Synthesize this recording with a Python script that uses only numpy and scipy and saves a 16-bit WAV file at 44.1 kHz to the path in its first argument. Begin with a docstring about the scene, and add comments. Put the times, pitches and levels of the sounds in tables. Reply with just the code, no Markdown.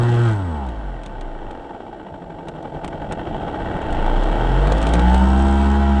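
"""Electric model plane, heard on its airframe

The throttle is cut, the propeller runs down and windmills in the rushing air, then speeds up again.
One shaft angle drives the unbalanced shaking, the motor tones, the throbbing noise and the clatter.
The mount buzzes and ticks, wind buffets the camera, and steady electronic whistles lie far below."""
import sys
import numpy as np
from scipy import signal
from scipy.fft import rfft, irfft
from scipy.io import wavfile

SR = 44100
rng = np.random.default_rng(int(sys.argv[2]) if len(sys.argv) > 2 else 0)


def unload_audio(sound):
    """Save the sound as a 16-bit wav file, at the path given as the first command line argument."""
    columns = np.transpose(np.atleast_2d(sound))
    # keep every value between -1 and 1, then stretch to whole-number steps
    steps = np.round(np.clip(columns, -1, 1) * 32767)
    wavfile.write(sys.argv[1], SR, steps.astype(np.int16))


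N = 264600
TIME = np.arange(N) / SR

# Shaft speed. Each row: time in seconds, turns per second.
SHAFT_SPEED = [(0.0, 119.45), (0.25, 118.2), (0.55, 75.19), (0.75, 54.69), (1.0, 39.11), (1.3, 28.49),
               (1.8, 16.83), (2.2, 12.41), (2.7, 10.68), (3.05, 10.98), (3.45, 15.09), (3.8, 20.16),
               (4.3, 34.95), (4.85, 55.48), (5.15, 63.47), (5.4, 67.06), (5.75, 68.97), (6.0, 68.07)]


def shaft_angle():
    """Integrates the shaft speed to an angle in turns; whole turns put the heavy side at its peak."""
    turns = np.cumsum(curve(SHAFT_SPEED)) / SR
    return turns - np.interp(2.564, TIME, turns)  # zero angle at 2.564 s


# Sway of the airframe once a turn. Each row: frequency in Hz, level in dB at full throttle.
SWAY = [(16, -58), (20, -41.5), (26, -19), (32, -15), (38, -21), (48, -13.5), (55, -18.5), (63, -12.5),
        (69, -15), (95, -12), (118, -12.5)]
# Flexing three times a turn. 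Each row: frequency in Hz, level in dB at full throttle.
FLEX = [(33, -49.5), (72, -30), (110, -35), (132, -22), (158, -31.5), (186, -18.5), (210, -19.5),
        (255, -17.5), (360, -24.5)]


def shaking(turns, sway_coast_db=13, flex_coast_db=16.5, waver_db=1.34):
    """The unbalanced propeller shakes the plane once and three times a turn, less when coasting."""
    speed = curve(SHAFT_SPEED)
    once = amp(read(SWAY, speed) + effort(0, sway_coast_db))
    thrice = amp(read(FLEX, 3 * speed) + effort(0, flex_coast_db) + waver_db * drift(17))
    sway = once * np.cos(2 * np.pi * turns)
    flex = thrice * np.cos(2 * np.pi * (3 * turns + rng.random()))
    return np.sqrt(2) * (sway + flex)


# Motor tones before load and airframe response. Each row: multiple of shaft speed,
# level in dB at cruise speed, level in dB at full speed.
MOTOR_ORDERS = [(2, -38, -29.5), (4, -34, -35), (5, -30.5, -46), (6, -34.5, -45), (7, -39, -51),
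                (9, -53.5, -36), (10, -33, -37), (11, -38.5, -31), (12, -29.5, -36.5), (13, -45.5, -31.5),
                (15, -38, -33), (16, -36, -50), (19, -36.5, -54), (20, -33, -61), (22, -47.5, -53)]
FULL_TURNS_PER_S = 110


def motor_tones(turns, waver_db=1.55, stumble_db=4.0, beat_db=14):
    """Blades and stator slots give tones under load; fourteen magnets hum even while windmilling."""
    full = np.interp(curve(SHAFT_SPEED), [CRUISE_TURNS_PER_S, FULL_TURNS_PER_S], [0, 1])
    load_db = effort(db_per_octave=14, coast_db=9)
    driven_hum = amp(-34 + load_db)
    idle_hum = amp(-46.5) * slower_than(16.3)
    hum_db = stumble_db * drift(40) + beat_db * heavy_side(turns)
    out = (driven_hum + idle_hum) * tone(turns, order=14, db=hum_db)
    for order, cruise_db, full_db in MOTOR_ORDERS:
        order_db = cruise_db + full * (full_db - cruise_db)
        out += tone(turns, order, order_db + load_db + waver_db * drift(32))
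    return out


def tone(turns, order, db):
    """One multiple of the shaft speed, swelling as it crosses a resonance of the airframe."""
    hz = np.geomspace(10, SR / 2, 2000)
    response_db = np.interp(order * curve(SHAFT_SPEED), hz, airframe(hz))
    return np.sqrt(2) * amp(db + response_db) * np.cos(2 * np.pi * (order * turns + rng.random()))


# Low, middle and high noise of air and motor. Each holds: level in dB at 0 dB wind, dB per dB of wind,
# motor level in dB at cruise speed and full throttle, dB per octave of speed, drop in dB when coasting.
ROAR_LEVELS = (-27, 1.0, -34, 14, 16)
RASP_LEVELS = (-37.5, 1.7, -32, 4, 13)
HISS_LEVELS = (-61.5, 1.0, -51.5, 6.5, 14)


def rush(turns, memory=0.89, locked=0.68, locked_coasting=0.47, low_hz=230, gust_db=0.98, count=10):
    """Rough spots in the motor recur each turn, joined by fresh air noise; both throb with the blades."""
    lead = np.arange(-SR, 0)  # one second of steady turning before the start
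    all_turns = np.r_[turns[0] + lead * SHAFT_SPEED[0][1] / SR, turns]
    grit = rng.standard_normal(len(all_turns))
    repeats = sum(memory ** k * grit[np.searchsorted(all_turns, turns - k)] for k in range(count))
    # share of the power that repeats
    share = np.interp(curve(THROTTLE), [0, 1], [locked_coasting, locked])
    fresh = rng.standard_normal(N)
    body = colour(np.sqrt(share) * evened(repeats) + np.sqrt(1 - share) * fresh, airframe)

    beats = heavy_side(turns) + 0.12 * np.cos(4 * np.pi * turns) + 0.16 * np.cos(8 * np.pi * turns)
    throb = np.maximum(1 + beats, 0.1)
    roar = band(body, low_hz, 886) / np.std(band(body, 420, 1008)) * loudness(*ROAR_LEVELS)
    rasp = evened(band(body, 950, 4440)) * loudness(*RASP_LEVELS)
    hiss = evened(band(body, 4070, 14000)) * loudness(*HISS_LEVELS)
    gusts = amp(gust_db * drift(98))
    return gusts * (roar * throb ** 1.03 + rasp * throb ** 1.32 + hiss * throb ** 0.77)


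def heavy_side(turns, depth=0.27, lag_turns=0.055, fade_turns_per_s=18.4):
    """Once-a-turn beat of the slow propeller, a fraction of a turn behind its knock."""
    return depth * slower_than(fade_turns_per_s) * np.cos(2 * np.pi * (turns - lag_turns))


# Airstream, weak at the top of the loop, strong in the dive. Each row: time in seconds, level in dB.
WIND = [(0, -0.5), (.6, -13.5), (1.5, -8.5), (2.15, -11), (2.6, -7.5), (3, -4.5), (3.5, -1.5), (4, 0.5),
        (4.65, 2), (5.1, 1.5), (5.5, -4.5), (6, -11)]


def loudness(wind_db, wind_slope, motor_db, db_per_octave, coast_db):
    """Gain of a noise fed by both airstream and motor, added as powers."""
    wind = amp(wind_db + wind_slope * curve(WIND))
    motor = amp(motor_db + effort(db_per_octave, coast_db))
    return np.hypot(wind, motor)


def clatter(turns, level_db=-39.5, tight_turns_per_s=58, t60_s=0.031, size_db=3.0, low_hz=800):
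    """The slow propeller knocks in its play four times a turn, hardest on its heavy side."""
    hits = np.flatnonzero(np.diff(np.floor(4 * turns + 0.15)))
    heavy_db = 6.0 * np.cos(2 * np.pi * turns[hits])
    hit_db = heavy_db + size_db * rng.uniform(-1.2, 1, len(hits))
    kicks = np.zeros(N)
    kicks[hits] = amp(hit_db) / np.sqrt(curve(SHAFT_SPEED)[hits])
    envelope = signal.lfilter([1], [1, -amp(-60 / (t60_s * SR))], kicks)
    knocks = band(colour(envelope * rng.standard_normal(N), airframe), low_hz, 3800)
    knocks /= np.std(knocks[2 * SR:4 * SR])
    return amp(level_db + curve(WIND)) * slower_than(tight_turns_per_s) * knocks


# Spells of mount buzz. Each row: start in seconds, end in seconds, level in dB.
BUZZ_SPELLS = [(0, .34, -51.5), (3.8, 5.1, -63), (5.12, 5.7, -51)]
# Spectrum of the buzz. Each row: frequency in Hz, relative level in dB.
BUZZ_COLOUR = [(500, -3), (2000, -4), (3500, 11.5), (5000, 5), (6800, 3.5), (8100, 11), (9000, -1),
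               (10500, -17), (12000, -25.5)]


def buzz(turns, contact_turns=0.1):
    """In set spells the mount chatters: a noise burst once a turn, of uneven strength."""
    uneven = amp(2.5 * drift(60))
    chatter = np.exp(-(turns % 1) / contact_turns) * uneven * rng.standard_normal(N)
    return spells(BUZZ_SPELLS) * evened(colour(chatter, lambda hz: read(BUZZ_COLOUR, hz)))


# Ticks of the mount. Each row: start in seconds, relative level in dB, gain of the low knock in dB.
MOUNT_TICKS = [(.665, -46, -3), (0.6873, -41.5, 10), (1.0337, -40.5, 8), (1.061, -36, 5), (1.21, -37.5, 2),
               (1.51, -43, 10), (2.4842, -36, 12), (2.626, -45.5, -1), (2.8449, -32, 13),
               (2.8774, -34.5, 12), (3.1219, -28, 10), (3.9256, -33, 2), (4.062, -39, 12), (4.234, -34, -8),
               (4.6713, -31, 14), (4.7207, -24, 8), (4.78, -32, -7), (4.8152, -31, 6), (4.8265, -28, 5),
               (4.868, -25, 8), (4.889, -31.5, 7), (4.9364, -20.5, 5), (4.953, -31, 14), (4.993, -28, 12),
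               (5.1431, -26, 13.5)]
# Spectrum of the ticks. Each row: frequency in Hz, relative level in dB.
TICK_COLOUR = [(60, 17.5), (300, 18.5), (900, 14), (1800, 0.5), (3500, 12.5), (5000, 0), (8500, 3),
               (10000, -10.5), (12000, -21)]


def ticks(t60_s=0.032, level_db=-8.5, knock_hz=2500, attack_s=0.0005):
    """Short scrapes of the mount, each a crisp decaying burst over a duller knock."""
    out = np.zeros(N)
    grain = colour(rng.standard_normal(N), lambda hz: read(TICK_COLOUR, hz))
    grain /= np.std(band(grain, 5000, 11000))
    knock = band(grain, 20, knock_hz)
    t = np.arange(SR // 10) / SR
    attack = 1 - np.exp(-t / attack_s)
    for start_s, db, knock_db in MOUNT_TICKS:
        first = round(start_s * SR)
        part = slice(first, first + len(t))
        scrape = grain[part] + (amp(knock_db) - 1) * knock[part]
        out[part] += attack * amp(db + level_db - 60 * t / t60_s) * scrape
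    return out


# Wind buffeting the camera. Each row: time in seconds, level in dB.
BUFFET_LEVEL = [(0, -29.5), (.6, -40.5), (1.3, -41), (1.65, -45), (2.35, -43), (2.7, -38), (3.1, -31.5),
                (3.8, -27.5), (5.4, -28), (6, -39.5)]
# Spectrum of the buffeting. Each row: frequency in Hz, relative level in dB.
BUFFET_COLOUR = [(12, -27), (30, 9.5), (70, 0.5), (120, 0.5), (200, 1), (300, -16), (600, -45.5),
                 (3000, -99)]


def buffet():
    """Eddies round the camera: lumpy low noise that follows a level curve."""
    eddies = colour(rng.standard_normal(N), lambda hz: read(BUFFET_COLOUR, hz))
    lumps = amp(2.2 * drift(15))
    return amp(curve(BUFFET_LEVEL)) * evened(eddies * lumps)


# Spells of speed-controller whine. Each row: start in seconds, end in seconds, level in dB.
WHINE_SPELLS = [(0, .56, -64.5), (5.12, 5.65, -58)]


def controller_whine(pitch_hz=8027, waver_hz=15):
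    """The controller chops the motor current at a high pitch that wavers slightly, whatever the speed."""
    turns = np.cumsum(pitch_hz + waver_hz * drift(50)) / SR
    return np.sqrt(2) * spells(WHINE_SPELLS) * np.sin(2 * np.pi * turns)


# Whistles of the camera's electronics. Each row: frequency in Hz, level in dB.
CAMERA_WHISTLES = [(5599, -83), (7402, -83), (9598, -88)]


def camera_whistles():
    """Faint steady sines from the camera's electronics."""
    return np.sqrt(2) * sum(amp(db) * np.sin(2 * np.pi * hz * TIME) for hz, db in CAMERA_WHISTLES)


# Broad response of the airframe. Each row: frequency in Hz, level in dB.
AIRFRAME_RESPONSE = [(20, 22), (60, 1.5), (150, 5), (300, -4), (600, -3.5), (900, -4.5), (1050, -9),
                     (1500, -9.5), (2200, -23), (3400, -23), (4600, -38), (8500, -46.5), (10000, -50),
                     (12000, -72.5)]
# Its resonances and notches. 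Each row: centre in Hz, half width in Hz, height in dB.
PANELS = [(165, 23, 2.5), (320, 41, 5.5), (453, 16, 1.5), (674, 28, 5), (867, 77, 8), (1315, 22, 1),
          (1527, 79, 4), (1726, 62, -5.5), (1880, 120, 5.5), (2344, 92, 8.5), (2413, 67, -17.5),
          (2720, 110, 4.5), (2940, 39, 7.5), (3206, 124, 7), (5470, 150, 4), (7820, 810, 5.5)]


def airframe(hz):
    """Response in dB of the body that carries the sound to the camera."""
    peaks_db = sum(db * np.exp(-((hz - f) / width) ** 2) for f, width, db in PANELS)
    return read(AIRFRAME_RESPONSE, hz) + peaks_db


# Pull of the motor. Each row: time in seconds, throttle from 0 to 1.
THROTTLE = [(0, 0.7), (.28, 0.86), (.38, 0.23), (.7, 0.03), (2.9, 0.1), (3.7, 0.6), (4.05, 1), (6, 0.9)]
CRUISE_TURNS_PER_S = 68


def effort(db_per_octave, coast_db):
    """Level in dB against powered cruise: lower when the shaft is slow and when the throttle is off."""
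    octaves = np.minimum(np.log2(curve(SHAFT_SPEED) / CRUISE_TURNS_PER_S), 0)
    return db_per_octave * octaves - coast_db * (1 - curve(THROTTLE))


def slower_than(turns_per_s, steep=4):
    """Near one while the shaft turns slower than this, near zero when much faster."""
    return 1 / (1 + (curve(SHAFT_SPEED) / turns_per_s) ** steep)


def spells(rows, rise_db_per_s=130, fall_db_per_s=175):
    """Gain of a sound that swells, holds from start to end, and dies away."""
    gain = np.zeros(N)
    for start, end, db in rows:
        before_s, after_s = np.maximum(start - TIME, 0), np.maximum(TIME - end, 0)
        gain += amp(db - rise_db_per_s * before_s - fall_db_per_s * after_s)
    return gain


def amp(db):
    """Decibels to gain."""
    return 10 ** (np.asarray(db) / 20)


def evened(x):
    """Scales to an rms of one."""
    return x / np.sqrt(np.mean(x ** 2) + 1e-20)


def curve(rows):
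    """A time table, interpolated at every sample."""
    return np.interp(TIME, *np.transpose(rows))


def read(points, hz):
    """A spectrum in dB, joined on a log-frequency axis."""
    f, db = np.transpose(points)
    return np.interp(np.log(hz + 1), np.log(f), db)


def colour(x, response):
    """Causal minimum-phase filter with the given dB response."""
    size = 4096
    log_gain = np.log(amp(response(abs(np.fft.fftfreq(size, 1 / SR)))))
    taps = np.fft.ifft(np.exp(np.conj(signal.hilbert(log_gain)))).real
    return signal.oaconvolve(x, taps[:size // 2])[:len(x)]


def band(x, lo_hz, hi_hz):
    """Keeps one band, with steep soft edges."""
    hz = np.fft.rfftfreq(len(x), 1 / SR)
    below = lambda edge_hz: 1 / (1 + (hz / edge_hz) ** 16)
    return irfft(rfft(x) * (below(hi_hz) - below(lo_hz)), len(x))


def drift(rate_hz):
    """Random wander of rms one, from a tenth of the rate up to the rate."""
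    return evened(band(rng.standard_normal(N), rate_hz / 10, rate_hz))


def scene():
    """Sums all sources; everything that turns follows the angle of one shaft."""
    turns = shaft_angle()
    plane = shaking(turns) + motor_tones(turns) + rush(turns) + clatter(turns)
    mount = buzz(turns) + ticks()
    background = buffet() + controller_whine() + camera_whistles()
    return (plane + mount + background)[None]


def record(dry, edge_hz=11500):
    """The small camera's band limit: a linear-phase low-pass."""
    taps = signal.firwin(101, edge_hz, window=("kaiser", 8), fs=SR)
    return signal.oaconvolve(dry, taps[None], "same")


dry = scene()
out = record(dry)
unload_audio(out)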